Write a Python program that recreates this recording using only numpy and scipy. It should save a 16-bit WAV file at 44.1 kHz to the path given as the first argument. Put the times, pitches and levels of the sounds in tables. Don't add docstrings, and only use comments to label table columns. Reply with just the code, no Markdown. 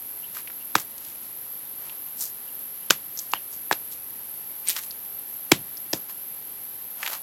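import sys
import numpy as np
from scipy import signal
from scipy.fft import rfft, irfft, next_fast_len
from scipy.io import wavfile

SR = 44100
rng = np.random.default_rng(int(sys.argv[2]) if len(sys.argv) > 2 else 0)


def generate_wav(sig):
    pcm = np.round(np.clip(np.atleast_2d(sig).T, -1, 1) * 32767).astype(np.int16)
    wavfile.write(sys.argv[1], SR, pcm)


N = 318402

# time in seconds, clack peak in dB, pitch in Hz, overtone
# peak in dB, its pitch in Hz, seconds until the grit gives way, grit level in dB, thud level in dB,
# rocking in dB relative to the landing.
PLACINGS = [(0.7545, -1, 1145, -11.5, 3430, 0.00089, -13.5, -15, -10.5),
            (2.9074, -3.5, 1400, -15, 4020, .0005, -5.5, -22, -24),
            (3.3358, -8.5, 1000, -12.5, 2780, .001, -26, -33, -19),
            (3.7123, -6.5, 866, -10.5, 1640, .016, -17, -21.5, -7.5),
            (5.5193, -14, 1170, -7, 2380, .0003, -3.5, -2.5, -35),
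            (5.9344, -22.5, 655, -11, 5400, .0003, -19, -17.5, -14.5)]
# frequency in Hz, relative level in dB.
GRIT = [(40, -39), (150, -9), (400, 0), (1000, 0), (1600, -1.5), (3500, 1), (6000, 1.5), (9000, 1),
        (11000, -8.5), (15000, 9.5)]
ROCK_S = .0095
LEAD_S = .01


def from_db(db):
    return 10 ** (np.asarray(db) / 20)


def rms_one(x):
    return x / np.sqrt(np.mean(x ** 2) + 1e-20)


def add(out, s, sound):
    start = round(s * SR)
    first, last = max(start, 0), min(start + len(sound), N)
    if last > first:
        out[first:last] += sound[first - start:last - start]


def coloured(x, spectrum, shape=lambda hz: 1):
    size = next_fast_len(len(x))
    hz = np.maximum(np.arange(size // 2 + 1) * SR / size, 1)
    points_hz, points_db = np.transpose(spectrum)
    gain = from_db(np.interp(np.log(hz), np.log(points_hz), points_db)) * shape(hz)
    return rms_one(irfft(rfft(x, size) * gain, size)[:len(x)])


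def drift(per_s):
    position = np.arange(N) / SR * per_s
    return rms_one(np.interp(position, np.arange(N), rng.standard_normal(N)))


def grains(size, per_s, spread_db):
    snaps = rng.random(size) < per_s / SR
    return snaps * rng.choice([-1, 1], size) * from_db(spread_db * np.minimum(rng.exponential(1, size), 4))


def damped_ring(hz, q):
    w = 2 * np.pi * min(hz, SR / 2 - 2000) / SR
    damping = np.sin(w) / (2 * max(q, .3))
    b, a = [damping, 0, -damping], [1 + damping, -2 * np.cos(w), 1 - damping]
    ring = signal.lfilter(b, a, signal.lfilter(b, a, signal.unit_impulse(SR // 10)))
    return ring / np.abs(ring).max()


def insects(chorus_db=-39, singers_db=-43, throb=0.87, waver_hz=13, swell_db=2.0):
    # frequency in Hz, relative level in dB.
    chorus_spectrum = [(9000, -37), (10300, -21.5), (10750, -6), (11150, -1.5), (11900, -0.5),
                       (12080, -0.5), (12620, -0.5), (12780, -36), (13300, -44)]
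    # pitch in Hz, dB relative to singers_db, wing strokes a second.
    singers = [(11180, -9, 37), (12340, -6.5, 32), (12250, -2, 46), (12240, -2, 100)]
    t = np.arange(N) / SR
    resting = np.clip(np.minimum(t - .78, 1.32 - t) / .05, 0, 1)
    near_db = singers_db - 9 * resting
    chorus_gain = from_db(chorus_db + 0.3 * resting + 0.63 * drift(9))
    out = chorus_gain * coloured(rng.standard_normal(N), chorus_spectrum)
    for hz, db, strokes in singers:
        wing = np.sin(2 * np.pi * np.cumsum(strokes + 0.49 * drift(4.8)) / SR)
        tone = np.sin(2 * np.pi * np.cumsum(hz + waver_hz * drift(70)) / SR)
        out += from_db(near_db + db + swell_db * drift(16)) * rms_one(tone * (1 + throb * wing))
    return out


def far_hum(blur_hz=22):
    # time in seconds, pitch in Hz, rms level in dB.
    course = [(0, 920, -64), (1.2, 910, -67.5), (2.2, 865, -65.5), (3.5, 885, -70), (4.6, 870, -62),
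              (5.4, 845, -66.5), (7.2, 850, -64)]
    s, hz, db = np.transpose(course)
    t = np.arange(N) / SR
    pitch_hz = np.interp(t, s, hz) + blur_hz * drift(90)
    tone = np.sin(2 * np.pi * np.cumsum(pitch_hz) / SR)
    return from_db(np.interp(t, s, db)) * rms_one(tone)


def woods_hush(db=-47):
    # frequency in Hz, relative level in dB.
    spectrum = [(25, -10), (50, -20), (80, -2), (120, -1.5), (280, 0), (500, -2), (1300, -5), (3000, -6.5),
                (5700, -9), (6400, -12), (9500, -12), (13300, -5), (16000, -5.5)]
    return from_db(db) * coloured(rng.standard_normal(N), spectrum)


def birds(note_hz=2930, half_length_s=0.013, blur_hz=170, faint_db=-58.5, spread_octaves=0.33):
    # time in seconds, peak level in dB.
    notes = [(0.244, -44.5), (0.615, -51), (2.49, -52), (2.835, -53), (3.365, -37.5)]
    out, t = np.zeros(N), np.arange(N) / SR
    blur_cycles = np.cumsum(blur_hz * drift(500)) / SR
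    chirps = [(s, db, note_hz) for s, db in notes]
    for when, pitch in rng.random(size=(10, 2)):
        chirps.append((when * t[-1], faint_db, note_hz * 2 ** (spread_octaves * (2 * pitch - 1))))
    for s, db, hz in chirps:
        span = np.abs(t - s) < 10 * half_length_s
        envelope = from_db(db) / (1 + ((t[span] - s) / half_length_s) ** 4)
        out[span] += envelope * np.sin(2 * np.pi * (hz * t[span] + blur_cycles[span]))
    return out


def clack(db, hz, q, rough_db, rough_s):
    lead = round(LEAD_S * SR)
    t = np.arange(-lead, lead) / SR
    ring = from_db(db) * damped_ring(hz, q)
    contacts = grains(len(t), per_s=7600, spread_db=-0.5) * np.exp(-np.abs(t - rough_s) / rough_s)
    spray = coloured(contacts, GRIT, lambda f: 1 / (1 + (hz / f) ** 2) / np.sqrt(1 + (f / (3 * hz)) ** 2))
    spray_gain = from_db(rough_db) * np.linalg.norm(ring) / np.sqrt(len(t) * q) * hz / (hz + 1800)
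    sound = np.pad(ring, (lead, 0))
    sound[:len(t)] += spray_gain * spray
    return sound


def taps(rough_db=-3, rough_s=0.00096, rebound_s=.0036, rebound_db=-3.5):
    # time in seconds, ring peak in dB, pitch in Hz, sharpness as Q.
    touches = [(0.3503, -28, 4500, .6), (0.368, -27.5, 1340, 2), (0.475, -26.5, 2360, 1.8),
               (0.501, -31, 1590, 0.91), (0.7817, -15, 1510, 0.26), (0.799, -15, 8000, 0.65),
               (0.981, -20.5, 9000, 0.31), (1.8967, -27.5, 2800, 1.7), (2.2083, -12, 8100, 1.4),
               (2.902, -9, 3280, 1.1), (3.1745, -21, 5800, 3.2), (3.1905, -11.5, 6150, 2),
               (3.318, -22, 5960, 1.2), (4.6857, -6, 8830, 6.1), (4.697, -5, 13600, 1.6),
               (4.7652, -9.5, 2760, 0.33), (4.836, -22, 4970, 0.34), (4.9092, -23.5, 4700, 3.1),
               (5.7715, -27.5, 5200, 4), (5.931, -12, 5300, 2), (7.0304, -14, 2000, 1.6),
               (7.063, -12.5, 2480, 1.2), (7.0765, -12.5, 2180, 0.58)]
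    out = np.zeros(N)
    gaps = rebound_s * (1 + .15 * rng.uniform(-1, 1, len(touches)))
    for (s, db, hz, q), gap in zip(touches, gaps):
        add(out, s - LEAD_S, clack(db, hz, q, rough_db, rough_s))
        add(out, s + gap - LEAD_S, clack(db + rebound_db, hz, q, rough_db, rough_s))
    return out


def scrapes(bass_leak=0.099, fade_over_rise=1.58):
    # time of the peak in seconds, rms level there in dB, rise in seconds,
    # frequency in Hz below which it thins, tilt in dB per octave.
    strokes = [(0.366, -37, 0.014, 860, 0.5), (0.799, -32.5, 0.0094, 500, 3.5),
               (1.06, -44.5, 0.029, 1500, 2.5), (1.24, -49.5, 0.015, 2500, 1),
               (1.86, -48.5, 0.039, 494, -1), (2.076, -42, .009, 12000, -1),
               (2.222, -28, 0.018, 4600, -0.2), (2.611, -38, .007, 12000, 0), (3.196, -43, 0.025, 4900, -2),
               (3.53, -41.5, 0.013, 4970, -1), (3.925, -38, 0.0076, 3000, 1),
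               (4.693, -24.5, 0.013, 2130, -0.8), (4.772, -29.5, 0.0098, 970, 0.7),
               (4.832, -41, 0.022, 3000, 3.5), (5.3, -51, 0.034, 6000, 5), (5.79, -48, .02, 6000, 9),
               (5.952, -40, 0.013, 5000, -6), (6.1, -41, 0.0066, 800, -1), (7.058, -34.5, 0.03, 493, -0.6),
               (7.135, -30.5, .011, 600, 0.1)]
    # frequency in Hz, relative level in dB.
    soil_spectrum = [(60, -42), (250, 6.5), (1000, 8.5), (3000, 3.5), (6500, 1.5), (8800, 0.5),
                     (10500, 0.5), (14000, 7.5), (16000, -7)]
    out, t = np.zeros(N), np.arange(-SR // 4, SR // 4) / SR
    for s, db, rise_s, thin_hz, tilt_db in strokes:
        width_s = np.where(t < 0, rise_s, rise_s * fade_over_rise)
        pressure = np.exp(-np.abs(t / width_s) ** 1.52 / 2)
        fineness = lambda hz: (bass_leak + 1 / (1 + (thin_hz / hz) ** 6)) * from_db(tilt_db * np.log2(hz))
        soil = coloured(grains(len(t), per_s=5000, spread_db=5.5), soil_spectrum, fineness)
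        add(out, s + t[0], from_db(db) * pressure * soil)
    return out


def knocks(stone_q=1.61, overtone_q=5, rough_db=-1, rough_s=0.001):
    # pitch in Hz, dB relative to the thud level, Q, lag in seconds.
    ground_modes = [(322, -5, 1.96, 0.0012), (152, -16, 2, 0.0023), (83, -30.5, 1.1, .005)]
    out = np.zeros(N)
    for s, db, hz, overtone_db, overtone_hz, _, _, thud_db, rock_db in PLACINGS:
        add(out, s - LEAD_S, clack(db, hz, stone_q, rough_db, rough_s))
        add(out, s - LEAD_S, clack(overtone_db, overtone_hz, overtone_q, rough_db, rough_s))
        for ground_hz, mode_db, q, lag_s in ground_modes:
            thud = from_db(thud_db + mode_db) * damped_ring(ground_hz, q)
            add(out, s + lag_s, thud)
            add(out, s + lag_s + ROCK_S, from_db(rock_db) * thud)
    return out


def crunches():
    out, t = np.zeros(N), np.arange(-SR // 20, SR // 20) / SR
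    for s, *_, gives_s, grit_db, _, rock_db in PLACINGS:
        landing = (gives_s, grit_db, 0.0018, 5860)
        rocking = (ROCK_S, grit_db + rock_db, 0.0021, 7550)
        for delay_s, db, half_length_s, dull_hz in (landing, rocking):
            load = np.exp(-(t / half_length_s) ** 2 / 2)
            snaps = grains(len(t), per_s=12000, spread_db=1.0)
            grit = coloured(snaps, GRIT, lambda hz: 1 / (1 + (hz / dull_hz) ** 2))
            burst = rms_one(grit * load) * np.sqrt(np.mean(load ** 2))
            add(out, s + delay_s + t[0], from_db(db) * burst)
    return out


def tree_scatter(x, build_s=0.0038):
    # band centre in Hz, gain in dB, seconds to fall 60 dB.
    bands = [(80, -16, 0.41), (171, -13.5, 0.31), (348, -21.5, 0.19), (685, -19.5, 0.21),
             (1380, -17.5, 0.13), (2940, -15.5, 0.15), (5800, -15, 0.13), (8700, -12, 0.13),
             (14000, -26, .18)]
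    out, centres = np.zeros(N), np.array(bands)[:, 0]
    edges_hz = [50, *np.sqrt(centres[1:] * centres[:-1]), 18000]
    build = np.exp(-1 / (build_s * SR))
    for (_, db, t60), low, high in zip(bands, edges_hz, edges_hz[1:]):
        band = signal.butter(2, [low, high], "band", fs=SR, output="sos")
        decay = from_db(-60 / (t60 * SR)) ** 2
        energy = signal.sosfilt(band, x + 1e-18) ** 2 + 1e-18
        lingering = signal.lfilter([1 - decay], [1, -decay], energy)
        envelope = np.sqrt(signal.lfilter([1 - build], [1, -build], lingering))
        out += from_db(db) * envelope * rms_one(signal.sosfilt(band, rng.standard_normal(N)))
    return out


def scene(background_width_db=-42, scatter_width_db=-22, mono_below_hz=400):
    background = lambda: insects() + far_hum() + woods_hush() + birds()
    work = knocks() + taps() + crunches() + scrapes()
    mid = work + tree_scatter(work) + background()
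    side = from_db(background_width_db) * background() + from_db(scatter_width_db) * tree_scatter(work)
    side = signal.sosfilt(signal.butter(1, mono_below_hz, "high", fs=SR, output="sos"), side)
    return np.array([mid + side, mid - side])


def record(dry, cutoff_hz=16000):
    clipped = np.clip(dry, -1, 1)
    return signal.sosfilt(signal.ellip(10, .1, 70, cutoff_hz, fs=SR, output="sos"), clipped)


dry = scene()
out = record(dry)
generate_wav(out)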